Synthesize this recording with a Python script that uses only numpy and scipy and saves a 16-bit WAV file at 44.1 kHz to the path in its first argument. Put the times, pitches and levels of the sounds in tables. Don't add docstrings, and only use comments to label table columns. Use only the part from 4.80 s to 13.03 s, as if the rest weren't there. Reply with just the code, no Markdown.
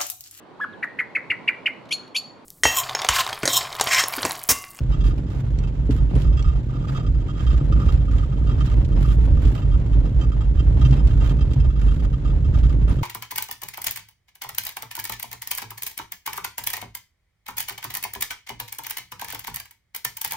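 import sys
import numpy as np
from scipy import signal
from scipy.fft import rfft, irfft, next_fast_len
from scipy.io import wavfile
from scipy.ndimage import uniform_filter1d

SR = 44100
rng = np.random.default_rng(int(sys.argv[2]) if len(sys.argv) > 2 else 0)


def transcribe(u):
    v = np.clip(np.atleast_2d(u).T, -1, 1)
    q = np.round(v * 32767).astype(np.int16)
    wavfile.write(sys.argv[1], SR, q)


N = 362943
TIME = np.arange(N) / SR

# time in seconds, drumming level in dB.
ROAD = [(0, -25), (.5, -27.5), (.65, -24), (.95, -28), (1.35, -23), (1.7, -28), (2.1, -24), (2.5, -27.5),
        (2.98, -21.5), (3.4, -26.5), (3.75, -23), (4.25, -22.5), (4.9, -24), (5.4, -24), (5.68, -27.5),
        (5.95, -21.5), (6.5, -22.5), (6.95, -26.5), (7.5, -25.5), (8.17, -23.5)]
# centre in seconds, level in dB.
HUMPS = [(.1, -19), (0.261, -14.5), (.79, -18), (1.07, -18), (1.22, -15.5), (1.49, -13), (1.691, -14.5),
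         (2.331, -16.5), (2.72, -13.5), (2.94, -14), (3.139, -12.5), (3.36, -14.5), (3.63, -17.5),
         (3.77, -14.5), (3.99, -14), (4.21, -12.5), (4.39, -11.5), (4.57, -12), (4.92, -13.5), (5.18, -13),
         (5.42, -14.5), (5.58, -18), (5.75, -13.5), (5.91, -13.5), (6.07, -12), (6.27, -12), (6.43, -13),
         (6.63, -15), (6.86, -14), (7.07, -13), (7.27, -17.5), (7.529, -16), (7.701, -15.5), (7.851, -12),
         (8.05, -14)]
# frequency in Hz, relative level in dB.
BOOM = [(12, -33.5), (23, -23), (36, -16), (46, -2.5), (55, 0.5), (65, -6.5), (79, -14), (105, -24.5)]
# frequency in Hz, relative level in dB.
BODY = [(60, -22.5), (95, -1.5), (134, 3), (176, -10), (232, -14.5), (284, -13.5), (380, -24), (600, -31),
        (760, -45.5), (1100, -56)]
# frequency in Hz, relative level in dB.
ROAR = [(40, 3.5), (280, -3), (560, -8.5), (760, -13.5), (870, -11), (1200, -21), (3000, -29),
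        (7000, -46.5)]
# start in seconds, length in seconds,
# trim buzz in dB, fine sizzle of rubbing panels in dB relative to the buzz (before SIZZLE_GAIN_DB).
RATTLES = [(.235, 0.067, -48.5, -21.5), (0.483, 0.14, -54.5, -25), (1.09, 0.1, -48.5, -23),
           (1.351, 0.093, -48.5, -24), (2.07, .1, -49.5, -28), (2.57, .22, -48, -31),
           (2.983, 0.18, -50, -27), (3.301, 0.15, -49.5, -30), (3.793, .15, -47, -29),
           (4.185, 0.17, -47, -22), (4.404, 0.065, -49.5, -24), (4.591, 0.21, -48.5, -23.5),
           (5.978, 0.2, -50, -26), (6.263, 0.14, -52, -28), (6.403, .12, -45.5, -26),
           (6.983, 0.27, -50.5, -26), (7.722, 0.21, -50, -28.5), (8.068, 0.1, -48, -25.5)]
# frequency in Hz, relative level in dB.
TRIM = [(700, -2), (1400, 4.5), (2400, -4.5), (3200, -4.5), (3900, -8), (4500, -12), (6400, -15.5),
        (7400, -13.5), (8400, -28)]
# frequency in Hz, relative level in dB.
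SIZZLE = [(4000, -38), (8000, -9.5), (11000, -1.5), (16000, -6.5)]
# frequency in Hz, relative level in dB.
SNAP = [(600, -9.5), (1800, -3.5), (3100, 3.5), (3800, -3), (4300, -4.5), (5000, -4), (5900, -8),
        (6700, -12.5), (7500, -7), (8600, -14.5)]
# start in seconds, relative level in dB, relative brightness in dB.
TICKS = [(0.38, -51, -8), (1.1087, -39.5, -28), (1.353, -43.5, -37), (1.4187, -41.5, -13),
         (3.124, -44, -14), (3.862, -43, -12), (4.047, -43, -28), (4.6526, -42, -34), (4.75, -45.5, -25),
         (6.11, -42, -34), (6.272, -41, -21), (6.495, -43, -22), (6.7337, -42.5, -16), (7.786, -45.5, -20)]
# start in seconds, relative level in dB,
# relative hardness of the contact in dB.
CLINKS = [(.12, -38, -3.5), (0.137, -37.5, -5), (.207, -41, -1.5), (.239, -41.5, 2), (0.265, -43.5, 3.5),
          (0.306, -40, -4), (.836, -44.5, -0.5), (.873, -47.5, 0.5), (1.444, -38.5, -8), (1.467, -41, -5.5),
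          (1.526, -47.5, -.5), (1.571, -38.5, -2), (1.592, -36.5, -1.5), (1.644, -35, -10.5),
          (1.658, -38, -13), (1.67, -36.5, -10), (1.685, -39.5, -5.5), (1.697, -41, -15), (1.72, -41, -9),
          (1.755, -44, -6), (1.894, -41.5, -23), (1.929, -40.5, -18), (1.956, -38, -13), (2.039, -37, -14),
          (2.083, -33.5, -7.5), (2.148, -30.5, -10.5), (2.165, -33, -4.5), (2.197, -37.5, -8),
          (2.24, -38, -19), (2.263, -38, -7), (2.482, -36, -10), (2.5, -41, -3), (2.568, -40.5, -7.5),
          (2.594, -36, -5.5), (2.666, -35, -4.5), (2.703, -34.5, -6), (2.734, -36, -9), (2.8, -40, -10.5),
          (2.923, -30.5, -9), (2.963, -37, -20), (2.994, -34.5, -12), (3.016, -29, -17.5), (3.086, -31, -8),
          (3.277, -39, -18), (3.332, -37.5, -17), (3.426, -36, -14.5), (3.521, -41, -10.5),
          (3.617, -44.5, -25), (3.67, -36, -8.5), (3.692, -33.5, -9), (3.716, -41, -4), (3.781, -39.5, -9),
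          (3.806, -31, -8.5), (3.92, -42, -14), (4.118, -42.5, -6), (4.244, -34.5, -12.5), (4.28, -37, -9),
          (4.306, -38, -3), (4.568, -40.5, -11), (4.819, -38, -6), (4.914, -43.5, -2), (4.938, -37, -10),
          (5.129, -44.5, -1.5), (5.254, -44, -5), (5.412, -37, -2), (5.435, -37, -6), (5.518, -36.5, -10),
          (5.607, -38, -5.5), (5.771, -42, -8), (5.793, -38, -2), (6.013, -33.5, -5), (6.05, -36, 2),
          (6.128, -42, 2.5), (6.192, -39.5, -4.5), (6.306, -41.5, -2), (6.45, -39, -1.5),
          (6.502, -37.5, -4.5), (6.587, -43, -5.5), (6.608, -40, 0.5), (6.708, -42.5, -1), (6.8, -42, 0),
          (6.844, -40.5, -5.5), (6.9, -41.5, -6), (6.958, -44.5, -5), (7.017, -41, -5.5),
          (7.107, -37.5, -10), (7.33, -39, -6.5), (7.45, -37.5, -6.5), (7.475, -43, -4), (7.498, -41.5, -6),
          (7.645, -42.5, -3.5), (7.742, -36.5, -7), (7.895, -37, -12), (8.079, -37, -9), (8.108, -39, -5),
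          (8.185, -41.5, -7)]
# frequency in Hz, relative level in dB.
FITTING_MODES = [(1190, -3), (1245, 1), (1365, -7), (1610, -13), (1786, -11.5), (2010, -15), (2690, -6),
                 (3195, -3.5), (3730, -11.5), (4920, -13), (6072, -20), (7260, -20)]
# start in seconds, relative level in dB.
PINGS = [(0.787, -41), (1.625, -40)]
# frequency in Hz, relative level in dB.
PING_MODES = [(2283, -5), (4315, -6), (5820, -5.5), (7450, -13)]
# frequency in Hz, difference in dB.
DASH_PAN = [(1200, -5), (7200, -11), (8600, 1), (20000, -1.5)]
# start in seconds, suspension knock in dB, floor drum in dB, cabin boom in dB.
JOLTS = [(1.089, -12.5, -19.5, -23), (1.353, -18, -16, -7.5), (4.647, -22, -17.5, -2.5),
         (6.039, -37, -12.5, -25.5), (6.101, -26, -11, -22), (6.757, -40, -15, -19)]
# frequency in Hz, relative level in dB.
KNOCK = [(70, -12.5), (125, -16.5), (170, -12.5), (225, 6), (275, 2), (350, -10), (430, -8.5), (620, -28)]
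# start in seconds, length in seconds, pitch in Hz, level in dB.
SQUEAKS = [(1.352, .02, 9420, -55), (8.087, .02, 9300, -54)]
# start in seconds, relative level in dB.
CRUNCHES = [(1.353, -24.5), (2.07, -28), (3.075, -25.5), (4.621, -21.5), (6.125, -21), (6.43, -23),
            (7.071, -31)]
# frequency in Hz, relative level in dB.
CRUNCH = [(200, -8.5), (500, 2), (1600, -12.5), (4000, -21)]

STONES_PER_S = 42
HUMP_S, REST_BOOM_DB = .072, -27
BOOM_LEAD_RAD, BOOM_PAN_DB = .43, -2.9
RATTLE_ATTACK_S, RATTLE_RELEASE_S, RATTLE_SAG_DB_PER_S = .0089, .0031, 9.5
SIZZLE_ONSET_S, SIZZLE_GAIN_DB = .015, 10
REST_BUZZ_DB, REST_SIZZLE_DB, BUZZ_PER_DRUM, SIZZLE_PER_DRUM = -55, -83.5, .38, 1.2
SLAPS_PER_S, SLAP_SCATTER_DB = 90, 2.2
RING_T60_S, CRACK_T60_S, BUZZ_T60_S = .07, .028, .05
RING_DB, CRACK_DB = -2.2, -1.5
CHATTER_DB = 7.5
TAP_S, CHOKE_S, BOUNCE_DB = .017, .009, -2
SEAT_DETUNE, SEAT_SCATTER_DB = .018, 2.5
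PING_T60_S, PING_CRACK_DB = .042, 6
SHUDDER_S = .0077
PANEL_T60_S, PANEL_DB = .45, -39
CRUNCH_T60_S = .38
TOP_HZ = 15800


def undb(db):
    return 10 ** (np.asarray(db) / 20)


def unit(x):
    return x / np.sqrt(np.mean(x ** 2))


def pan(db):
    return undb(np.array([[db], [-db]]) / 2)


def colour(x, points):
    size = next_fast_len(N + SR // 2, True)
    hz, db = np.transpose(points)
    f = np.maximum(np.arange(size // 2 + 1) * SR / size, 1)
    fall_db = np.minimum(24 * np.log2(np.maximum(f / hz[-1], 1)), 100)
    response_db = np.interp(np.log(f), np.log(hz), db) - fall_db
    cepstrum = irfft(np.log(undb(response_db)))
    cepstrum[1:size // 2] *= 2
    cepstrum[size // 2 + 1:] = 0
    response = np.exp(rfft(cepstrum))
    return irfft(rfft(x, size) * response)[..., :x.shape[-1]]


def steady(x, span_s):
    power = np.mean(np.atleast_2d(x) ** 2, axis=0)
    local_power = np.abs(uniform_filter1d(power, int(span_s * SR)))
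    return x / np.sqrt(local_power + 1e-12)


def blows(times, sizes):
    return np.bincount(np.clip(times * SR, 0, N).astype(int), sizes, N + 1)[:N]


def scrape(x, t60):
    keep = undb(-60 / (t60 * SR))
    power = signal.lfilter([1], [1, -keep ** 2], x ** 2)
    return np.sqrt(power) * rng.standard_normal((2, N))


def standing(x):
    lead = np.exp(1j * np.array([[BOOM_LEAD_RAD], [0]]))
    return pan(BOOM_PAN_DB) * np.real(signal.hilbert(x) * lead)


def cobbles(scatter_db):
    gap, step, strength = np.moveaxis(rng.standard_normal((4, 600, 3)), -1, 0)
    times = np.cumsum(np.exp(.35 * gap), axis=1) / STONES_PER_S - .1
    sizes = np.sign(step) * undb(scatter_db * strength) * (times > 0)
    return blows(times.ravel(), sizes.ravel())


def heaves():
    swells = sum(undb(db) ** 2 * np.exp(-((TIME - s) / HUMP_S) ** 2) for s, db in HUMPS)
    return 10 * np.log10(undb(REST_BOOM_DB) ** 2 + swells)


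def tyres(boom_db, drum_db):
    boom = steady(colour(cobbles(scatter_db=4.5), BOOM), span_s=.11)
    drum = steady(colour(cobbles(scatter_db=2), BODY), span_s=.14)
    scuffs = scrape(cobbles(scatter_db=7), t60=.24)
    roar = steady(colour(scuffs, ROAR), span_s=.3)
    road = pan(-.1) * drum + undb(-13.5) * roar
    return standing(boom * undb(boom_db)) + road * undb(drum_db)


def shaking(drum_db):
    rough_db = drum_db - drum_db.mean()
    buzz = undb(REST_BUZZ_DB + BUZZ_PER_DRUM * rough_db) ** 2
    sizzle = undb(REST_SIZZLE_DB + SIZZLE_PER_DRUM * rough_db) ** 2
    for s, length, buzz_db, sizzle_db in RATTLES:
        age = np.clip(TIME - s, 0, 1)
        attack = np.minimum(age / RATTLE_ATTACK_S, 1)
        release = np.exp(-np.maximum(age - length, 0) / RATTLE_RELEASE_S)
        sagging_db = buzz_db - RATTLE_SAG_DB_PER_S * (age - length / 2)
        power = (attack * release * undb(sagging_db)) ** 2
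        rubbing = undb(sizzle_db) * (1 - np.exp(-age / SIZZLE_ONSET_S))
        buzz = buzz + power
        sizzle = sizzle + power * rubbing ** 2
    return 10 * np.log10(buzz), 10 * np.log10(sizzle)


def flutter():
    gap, size = rng.standard_normal((900, 2)).T
    times = np.cumsum(np.exp(.5 * gap)) / SLAPS_PER_S
    slaps = blows(times, undb(SLAP_SCATTER_DB * size))
    keep = undb(-60 / (.07 * SR))
    power = signal.lfilter([1], [1, -keep ** 2], slaps ** 2)
    return np.sqrt(.2 + power)


def trim(buzz_db, sizzle_db):
    count = 5000
    times = rng.random(count) * N / SR
    sizes = undb(1.7 * np.minimum(rng.exponential(size=count), 4))
    clicks = scrape(blows(times, sizes), BUZZ_T60_S)
    contacts = steady(clicks * flutter(), span_s=.08)
    buzz = unit(colour(contacts, TRIM)) * undb(buzz_db)
    sizzle = unit(colour(contacts, SIZZLE)) * undb(sizzle_db + SIZZLE_GAIN_DB)
    s, tick_db, bright_db = np.transpose(TICKS)
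    snap = colour(scrape(blows(s, undb(tick_db)), t60=.055), SNAP)
    edge = colour(scrape(blows(s, undb(tick_db + bright_db)), t60=.028), SIZZLE)
    return buzz + sizzle + undb(8.5) * snap + undb(11) * edge


def bouncing(t, lags, t60):
    power = 0
    for k, lag in enumerate(lags):
        decay_db = k * BOUNCE_DB - 60 * np.abs(t - lag) / t60
        power = power + (t >= lag) * undb(decay_db) ** 2
    return np.sqrt(power)


def tap(level_db, hard_db):
    hz, db = np.transpose(FITTING_MODES)[..., None]
    t = TIME[:SR // 20]
    detune, favour = rng.standard_normal((2, len(hz), 1))
    lags = np.r_[0, np.cumsum(rng.uniform(.003, .007, 3))]
    choke = np.exp(-np.maximum(t - TAP_S, 0) / CHOKE_S)
    spread = np.clip(hz / 2500, 0, 1) ** 2
    gain = undb(db + (hz > 1500) * hard_db + SEAT_SCATTER_DB * spread * favour)
    paths = rng.uniform(0, 2 * np.pi, hz.shape) + np.array([[[0]], [[np.pi / 2]]])
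    tuned_hz = hz * (1 + SEAT_DETUNE * np.sqrt(spread) * detune)
    onset = 1 - np.exp(-t * hz / 2)
    modes = np.sum(gain * onset * np.sin(2 * np.pi * tuned_hz * t + paths), axis=1)
    ring = modes * bouncing(t, lags, RING_T60_S)
    crack = undb(hard_db) * bouncing(t, lags, CRACK_T60_S) * rng.standard_normal((2, len(t)))
    return undb(level_db) * choke * np.array([undb(RING_DB) * ring, undb(CRACK_DB) * crack])


def fitting(buzz_db):
    light = []
    for place, weakness in rng.random((130, 2)):
        level_db = buzz_db[int(place * N)] + CHATTER_DB - 10 * weakness
        light.append((place * N / SR, level_db, -4))
    out = np.zeros((2, 2, N + SR))
    for s, level_db, hard_db in [*light, *CLINKS]:
        sound = tap(level_db, hard_db + 1.5)
        start = int(s * SR)
        out[..., start:start + sound.shape[-1]] += sound
    ring, crack = out[..., :N]
    return ring + colour(crack, SNAP)


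def pings():
    s, level_db = np.transpose(PINGS)
    hits = blows(s, undb(level_db))
    t = TIME[:SR // 8]
    modes = sum(undb(db) * np.sin(2 * np.pi * (hz * t + rng.random((2, 1)))) for hz, db in PING_MODES)
    ring = modes * undb(-60 * t / PING_T60_S)
    crack = colour(scrape(hits, CRACK_T60_S), SNAP)
    return signal.oaconvolve(hits[None], ring, axes=1)[:, :N] + undb(PING_CRACK_DB) * crack


def from_dash(x):
    left, right = x
    left = colour(left, [(hz, db / 2) for hz, db in DASH_PAN])
    right = colour(right, [(hz, -db / 2) for hz, db in DASH_PAN])
    return np.array([left, right])


def struck(hits, part):
    kick = blows(np.zeros(1), np.ones(1))
    return colour(hits, part) / np.abs(colour(kick, part)).max()


def jolts():
    s, knock_db, drum_db, boom_db = np.transpose(JOLTS)
    first = blows(s + .003, undb(knock_db - 2))
    rebound = blows(s + .01, undb(knock_db))
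    knock = struck(first + rebound, KNOCK)
    shudder = 0
    for k, size in enumerate((.81, .98, 1, .92)):
        shudder = shudder + blows(s + k * SHUDDER_S, undb(drum_db)) * size
    drum = struck(uniform_filter1d(shudder, size=110), BODY)
    rumble = scrape(blows(s, undb(knock_db + PANEL_DB)), PANEL_T60_S)[0]
    panels = struck(rumble, KNOCK)
    boom = struck(blows(s, undb(boom_db)), BOOM)
    return knock + panels + drum + standing(boom)


def squeaks():
    out = 0
    for s, length, hz, db in SQUEAKS:
        waver = unit(uniform_filter1d(rng.standard_normal(N), size=60))
        swell = np.sin(np.pi * np.clip((TIME - s) / length, 0, 1))
        phase = 2 * np.pi * np.cumsum(hz * (1 + .014 * waver)) / SR
        out = out + undb(db) * swell * np.sin(phase)
    return pan(13) * out


def crunches():
    s, level_db = np.transpose(CRUNCHES)
    burst = scrape(blows(s, undb(level_db)), CRUNCH_T60_S)
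    grain = steady(flutter(), CRUNCH_T60_S)
    return colour(burst * grain, CRUNCH)


def scene():
    drum_db = np.interp(TIME, *np.transpose(ROAD))
    buzz_db, sizzle_db = shaking(drum_db)
    road = tyres(heaves(), drum_db) + jolts() + crunches()
    dash = trim(buzz_db, sizzle_db) + fitting(buzz_db) + pings()
    return road + from_dash(dash) + squeaks()


def record(dry):
    top_cut = signal.ellip(10, .2, 80, TOP_HZ, fs=SR, output="sos")
    return signal.sosfilt(top_cut, dry)


dry = scene()
out = record(dry)
transcribe(out)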